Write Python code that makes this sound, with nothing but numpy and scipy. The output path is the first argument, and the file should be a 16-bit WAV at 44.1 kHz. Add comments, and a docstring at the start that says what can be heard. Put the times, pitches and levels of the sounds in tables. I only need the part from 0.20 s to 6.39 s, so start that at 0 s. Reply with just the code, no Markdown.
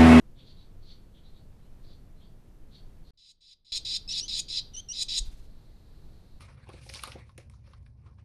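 """Soft, hoarse chirps and thin peeps over low rumble and faint hiss: swallow chicks in a garage mud nest.
A parent visits and they beg in loud rasps, the syrinx rattling while the beak opens.
A few clean whistles, mostly rising, cut in; the parent leaves with a puff of air and a flutter of wings.
The whole sound drops out briefly and stays low as the begging starts, then jumps back."""
import sys
import numpy as np
from scipy import signal
from scipy.fft import rfft, irfft, next_fast_len
from scipy.io import wavfile
from scipy.ndimage import map_coordinates

SR = 44100
rng = np.random.default_rng(int(sys.argv[2]) if len(sys.argv) > 2 else 0)


def waveform_to_disk(signal):
    """Save audio, clipped to [-1, 1], as 16-bit WAV at the path in sys.argv[1]."""
    frames = np.transpose(np.atleast_2d(signal))
    scaled = np.clip(frames, -1, 1) * 32767
    samples = np.round(scaled).astype(np.int16)
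    wavfile.write(sys.argv[1], SR, samples)


N = 273067

# the dropout: silent from t/s, low from t/s, full again t/s
DROPOUT = (2.908, 2.935, 3.52)


def amp(db):
    """Decibels to gain."""
    return 10 ** (np.asarray(db) / 20)


def unit(x):
    """x scaled to rms 1."""
    return x / np.sqrt(np.mean(x ** 2) + 1e-20)


def along(points, hz):
    """A curve of (f/Hz, value) points, read on a log frequency axis."""
    freqs, values = np.transpose(points)
    return np.interp(np.log(hz + 1), np.log(freqs + 1), values)


def wobble(rate, size):
    """A smooth random curve with rate knots a second."""
    knots = rng.standard_normal(int(size * rate / SR) + 4)
    return map_coordinates(knots, [np.arange(size) * rate / SR])


def filtered(x, response):
    """Equalise x with a gain given as a function of frequency."""
    padded = next_fast_len(len(x) + 8192)
    return irfft(rfft(x, padded) * response(np.fft.rfftfreq(padded, 1 / SR)), padded)[:len(x)]


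def noise(response, size):
    """Coloured noise of rms 1."""
    return unit(filtered(rng.standard_normal(size), response))


def resonance(centre_hz, width_hz):
    """The gain of a resonance with steep skirts."""
    return lambda hz: 1 / (1 + (2 * (hz - centre_hz) / width_hz) ** 2)


def wavering(hz, size, drift, jitter):
    """A tone of rms 1 whose pitch drifts slowly and trembles fast."""
    pitch = hz * (1 + drift * wobble(60.3, size) + jitter * wobble(895.6, size))
    return np.sqrt(2) * np.sin(2 * np.pi * np.cumsum(pitch) / SR)


def gate(t, length, attack, release):
    """A smooth start and stop of a note."""
    fade_in = np.clip(t / attack, 0, 1)
    fade_out = np.clip((length - t) / release + .5, 0, 1)
    return np.sin(np.pi / 2 * fade_in * fade_out) ** 2


def add(track, start, sound):
    """Mix a sound into the track at start seconds."""
    part = track[round(start * SR):][:len(sound)]
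    part += sound[:len(part)]


def background():
    """A bed of rumble and hiss; a narrow band of hiss joins from the dropout on."""
    # spectrum of the bed: f/Hz, relative level/dB
    spectrum = [(8, -9), (16, 4.5), (28, -3.5), (50, -11), (120, -16), (250, -24.5), (500, -32.5),
                (1000, -41.5), (2300, -49), (4000, -51.5), (7000, -55.5), (14000, -57)]
    bed = amp(-47.5 + 0.66 * wobble(4.93, N)) * noise(lambda hz: amp(along(spectrum, hz)), N)
    late = np.arange(N) / SR > DROPOUT[0]
    return bed + late * amp(-75) * noise(resonance(4160, 1160), N)


def garage(x):
    """Room reverb: coloured by the walls, each frequency dies at its own speed."""
    # colour of the walls: f/Hz, level/dB
    wall_colour = [(2500, -3), (3200, 2), (3650, -1), (3980, -7), (4350, 4.5), (4700, 4.5), (5250, -10),
                   (5700, 7), (7000, -7), (13000, -3.5)]
    # reverb time: f/Hz, t60/s
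    decay = [(500, 0.41), (4000, 0.37), (7000, 0.22), (13000, 0.2)]
    hz, t, spectrogram = signal.stft(rng.standard_normal(SR // 2), SR, nperseg=256)
    fade_db = along(wall_colour, hz)[:, None] - 60 * t / along(decay, hz)[:, None]
    tail = signal.istft(spectrogram * amp(fade_db), SR, nperseg=256)[1]
    return signal.fftconvolve(x, tail / np.linalg.norm(tail))[:N]


def corner_echoes(x, t60=.11):
    """Dense early echoes from the walls and roof around the nest."""
    t = np.arange(SR // 8) / SR
    echoes = rng.standard_normal(len(t)) * amp(-60 * t / t60) * (t > .002)
    return signal.fftconvolve(x, echoes / np.linalg.norm(echoes))[:N]


def corner_ring(x, t60=.15):
    """A few pitches linger in the corner after each loud call."""
    # modes of the corner behind the nest: f/Hz, level/dB
    modes = [(3250, -3), (3850, -4), (4600, -7), (4910, 0.5)]
    t = np.arange(SR // 4) / SR
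    ring = sum(amp(db - 60 * t / t60) * np.sin(2 * np.pi * hz * t) for hz, db in modes)
    return signal.fftconvolve(x, ring / np.linalg.norm(ring))[:N]


def soft_chirps(length_s=0.054):
    """Hoarse chirps through a nearly shut beak: one resonance that swells and fades."""
    # chirp cues: peak t/s, level/dB, centre f/Hz
    chirps = [(.209, -64, 3500), (.292, -61, 4030), (.405, -64, 4000), (.659, -67.5, 4300),
              (.712, -59.5, 4120), (.98, -68.5, 3430), (1.069, -69.5, 3860), (1.172, -72, 3800),
              (1.664, -70.5, 4300), (1.719, -65.5, 4180), (2.033, -71.5, 3500), (2.562, -62, 4000),
              (2.891, -68.5, 4230), (4.574, -59.5, 3850)]
    # colour shared by all chirps: f/Hz, level/dB
    colour = [(2400, -3), (3000, -3), (3600, 1), (4600, -1), (5000, -7), (5700, -4.5)]
    out, t = np.zeros(N), np.arange(SR // 4) / SR
    middle = t.mean()
    for peak, db, centre_hz in chirps:
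        swell = np.exp(-2 * ((t - middle) / length_s) ** 2) * amp(1.5 * wobble(90.3, len(t)))
        width_hz = 1620 * 2 ** ((db + 63) / 24)  # 24 dB louder is twice as broad
        beak = lambda hz: resonance(centre_hz, width_hz)(hz) * amp(along(colour, hz))
        add(out, peak - middle, amp(db) * swell * noise(beak, len(t)))
    return out


def peeps(length_s=0.082, rise_hz_per_s=2580):
    """Now and then the soft voice holds a shaky, gently rising pitch."""
    # peep cues: start t/s, first f/Hz, level/dB
    cues = [(.359, 3870, -68), (1.03, 3920, -69), (1.13, 3730, -72), (1.16, 4300, -78), (1.4, 3900, -80),
            (1.42, 2910, -82), (1.64, 4480, -78), (1.955, 4020, -77), (2.0, 3180, -74), (2.02, 4500, -78),
            (2.53, 4390, -73)]
    out, t = np.zeros(N), np.arange(int(length_s * SR)) / SR
    for start, first_hz, db in cues:
        tone = wavering(first_hz + rise_hz_per_s * t, len(t), drift=.01, jitter=.034)
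        add(out, start, amp(db) * np.sqrt(np.hanning(len(t))) * tone)
    return out


def wings(takeoff_s=5.02, wingbeat_s=0.06, strokes=4):
    """The parent speeds away: each stroke thumps the microphone with air, then the feathers swish."""
    # spectrum of the puff of air: f/Hz, relative level/dB
    puff = [(10, -1.5), (25, 6.5), (50, -9), (100, -27), (300, -48), (1000, -100)]
    push_s, swish_s, swish_lag_s = 0.021, 0.024, 0.049
    stroke = np.arange(strokes)[:, None]
    since = np.arange(N) / SR - takeoff_s - wingbeat_s * stroke
    pushes = amp(-31 - 2 * stroke ** 2) * np.exp(-(since / push_s) ** 2)
    swishes = amp(-60.5 - 3.5 * stroke) * np.exp(-((since - swish_lag_s) / swish_s) ** 2)
    air = pushes.sum(axis=0) * noise(lambda hz: amp(along(puff, hz)), N)
    feathers = swishes.sum(axis=0) * noise(resonance(4000, 12500), N)
    return air + feathers


def whistles():
    """Short slurs: the throat favours the second harmonic until the pitch climbs and the first leads."""
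    # whistle cues: start t/s, end t/s, first f/Hz, last f/Hz, mid-note level/dB, swell/dB
    notes = [(3.876, 3.92, 2593, 2790, -39.5, 3), (3.918, 3.933, 2840, 3230, -36.5, -1),
             (4.008, 4.022, 2780, 2830, -38, -8), (4.026, 4.074, 2927, 3390, -44.5, -11),
             (4.535, 4.559, 3020, 2855, -43.5, 12), (4.563, 4.605, 2985, 3280, -40, 7.5),
             (4.686, 4.728, 2837, 3035, -37.5, -0.5)]
    # the throat's weighting of the harmonics: f/Hz, level/dB
    colour = [(2750, -20.5), (3000, -9.5), (3200, -10.5), (5300, -2), (5850, 1), (6400, -9), (7600, -25),
              (9200, -23), (12000, -55)]
    out = np.zeros(N)
    for start, end, first_hz, last_hz, db, swell_db in notes:
        length = end - start
        t = np.arange(int((length + .004) * SR)) / SR
        progress = np.clip(t / length, 0, 1)
        pitch = first_hz + (last_hz - first_hz) * progress ** 2.1  # holds, then bends ever faster
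        waver = 1 + 0.015 * wobble(686, len(t)) + 0.0038 * wobble(115, len(t))
        phase = 2 * np.pi * np.cumsum(pitch * waver) / SR
        tone = sum(amp(along(colour, k * pitch)) * np.sin(k * phase) for k in range(1, 5))
        tremor = amp(1.4 * wobble(143, len(t)))
        husk = amp(-20.5) * noise(resonance(5500, 4000), len(t))
        envelope = amp(db + swell_db * (progress - .5)) * gate(t, length, attack=0.0026, release=0.0091)
        add(out, start, (unit(tone) * tremor + husk) * envelope)
    return out


def rasp(length, crescendo_db, last_gape, first_gape=0.18):
    """One begging call: the syrinx rattles chaotically, harder and harder, while the beak moves."""
    # throat and beak resonances: f/Hz, width/Hz, level/dB, change with the beak wide open/dB
    throat = [(1980, 520, -34.5, -5), (2560, 800, -21.5, 3.5), (3520, 730, -9, 2.5), (3973, 554, 2, -1.5),
              (4770, 490, -5, 1), (5177, 650, -4, 0.5), (5900, 600, -27, 11.5), (6837, 890, -18.5, 19),
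              (8320, 630, -23, 21), (10200, 980, -32.5, 13.5), (12550, 550, -42.5, 20),
              (13850, 400, -46, 18)]
    size = int((length + 0.011) * SR)
    t = np.arange(size) / SR
    progress = np.clip(t / length, 0, 1)
    gape = first_gape + (last_gape - first_gape) * progress ** 3.3  # nearly shut until late in the call
    voice = np.zeros(size)
    for hz, width_hz, db, open_db in throat:
        # each resonance carries hiss and a wavering partial that comes and goes
        partial = amp(-1.5 + 3.14 * wobble(89.3, size)) * wavering(hz, size, drift=.019, jitter=.017)
        hiss = noise(resonance(hz, width_hz), size)
        voice += amp(db + open_db * gape) * np.sqrt(width_hz) * unit(hiss + partial)
    # a narrow dip around 1.5 kHz, just below the throat's lowest resonance
    voice = filtered(voice, lambda hz: amp(along([(1100, -1), (1500, -8.0), (1900, 1)], hz)))
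    flutter = amp(0.5 * wobble(142.6, size) + 0.78 * wobble(700, size))
    effort = amp(crescendo_db * (progress - 1))
    return unit(voice * flutter) * effort * gate(t, length, attack=0.006, release=0.017)


def begging(excitement_db_per_s=1.57):
    """The chicks beg about five times a second, a little louder each time."""
    # begging cues: start t/s, end t/s, crescendo/dB, last beak opening (0-1)
    calls = [(2.972, 3.119, 8.5, 0.7), (3.205, 3.338, 9, 0.35), (3.445, 3.583, 9.5, 0.67),
             (3.647, 3.773, 7.5, 0.44), (3.885, 4.004, 10.5, 0.4), (4.078, 4.204, 8, 0.96),
             (4.281, 4.399, 11.5, 0.07), (4.726, 4.833, 16.5, 0.91), (4.881, 4.993, 8, 0.99)]
    out = np.zeros(N)
    for start, end, crescendo_db, last_gape in calls:
        level = amp(-30 + excitement_db_per_s * (start - calls[0][0]))
        add(out, start, level * rasp(end - start, crescendo_db, last_gape))
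    return out


def scene():
    """Loud calls sit close and fairly dry; the soft voices carry more of the room."""
    begs, slurs, soft = begging(), whistles(), soft_chirps() + peeps()
    near = begs + amp(-13.0) * corner_echoes(begs)
    near += amp(-17.5) * garage(begs) + amp(-25.5) * corner_ring(begs)
    clear = slurs + amp(-21.5) * garage(slurs)
    far = amp(0.5) * soft + amp(-6.5) * garage(soft)
    return (near + clear + far + wings() + background())[None]


def record(dry):
    """The level cuts out, stays low for a moment and jumps back; nothing passes above 14.1 kHz."""
    t = np.arange(N) / SR
    level = np.select([t < edge for edge in DROPOUT], [1, 0, amp(-24.0)], 1)
    return filtered(dry[0] * level, lambda hz: hz < 14100)[None]


dry = scene()
out = record(dry)
waveform_to_disk(out)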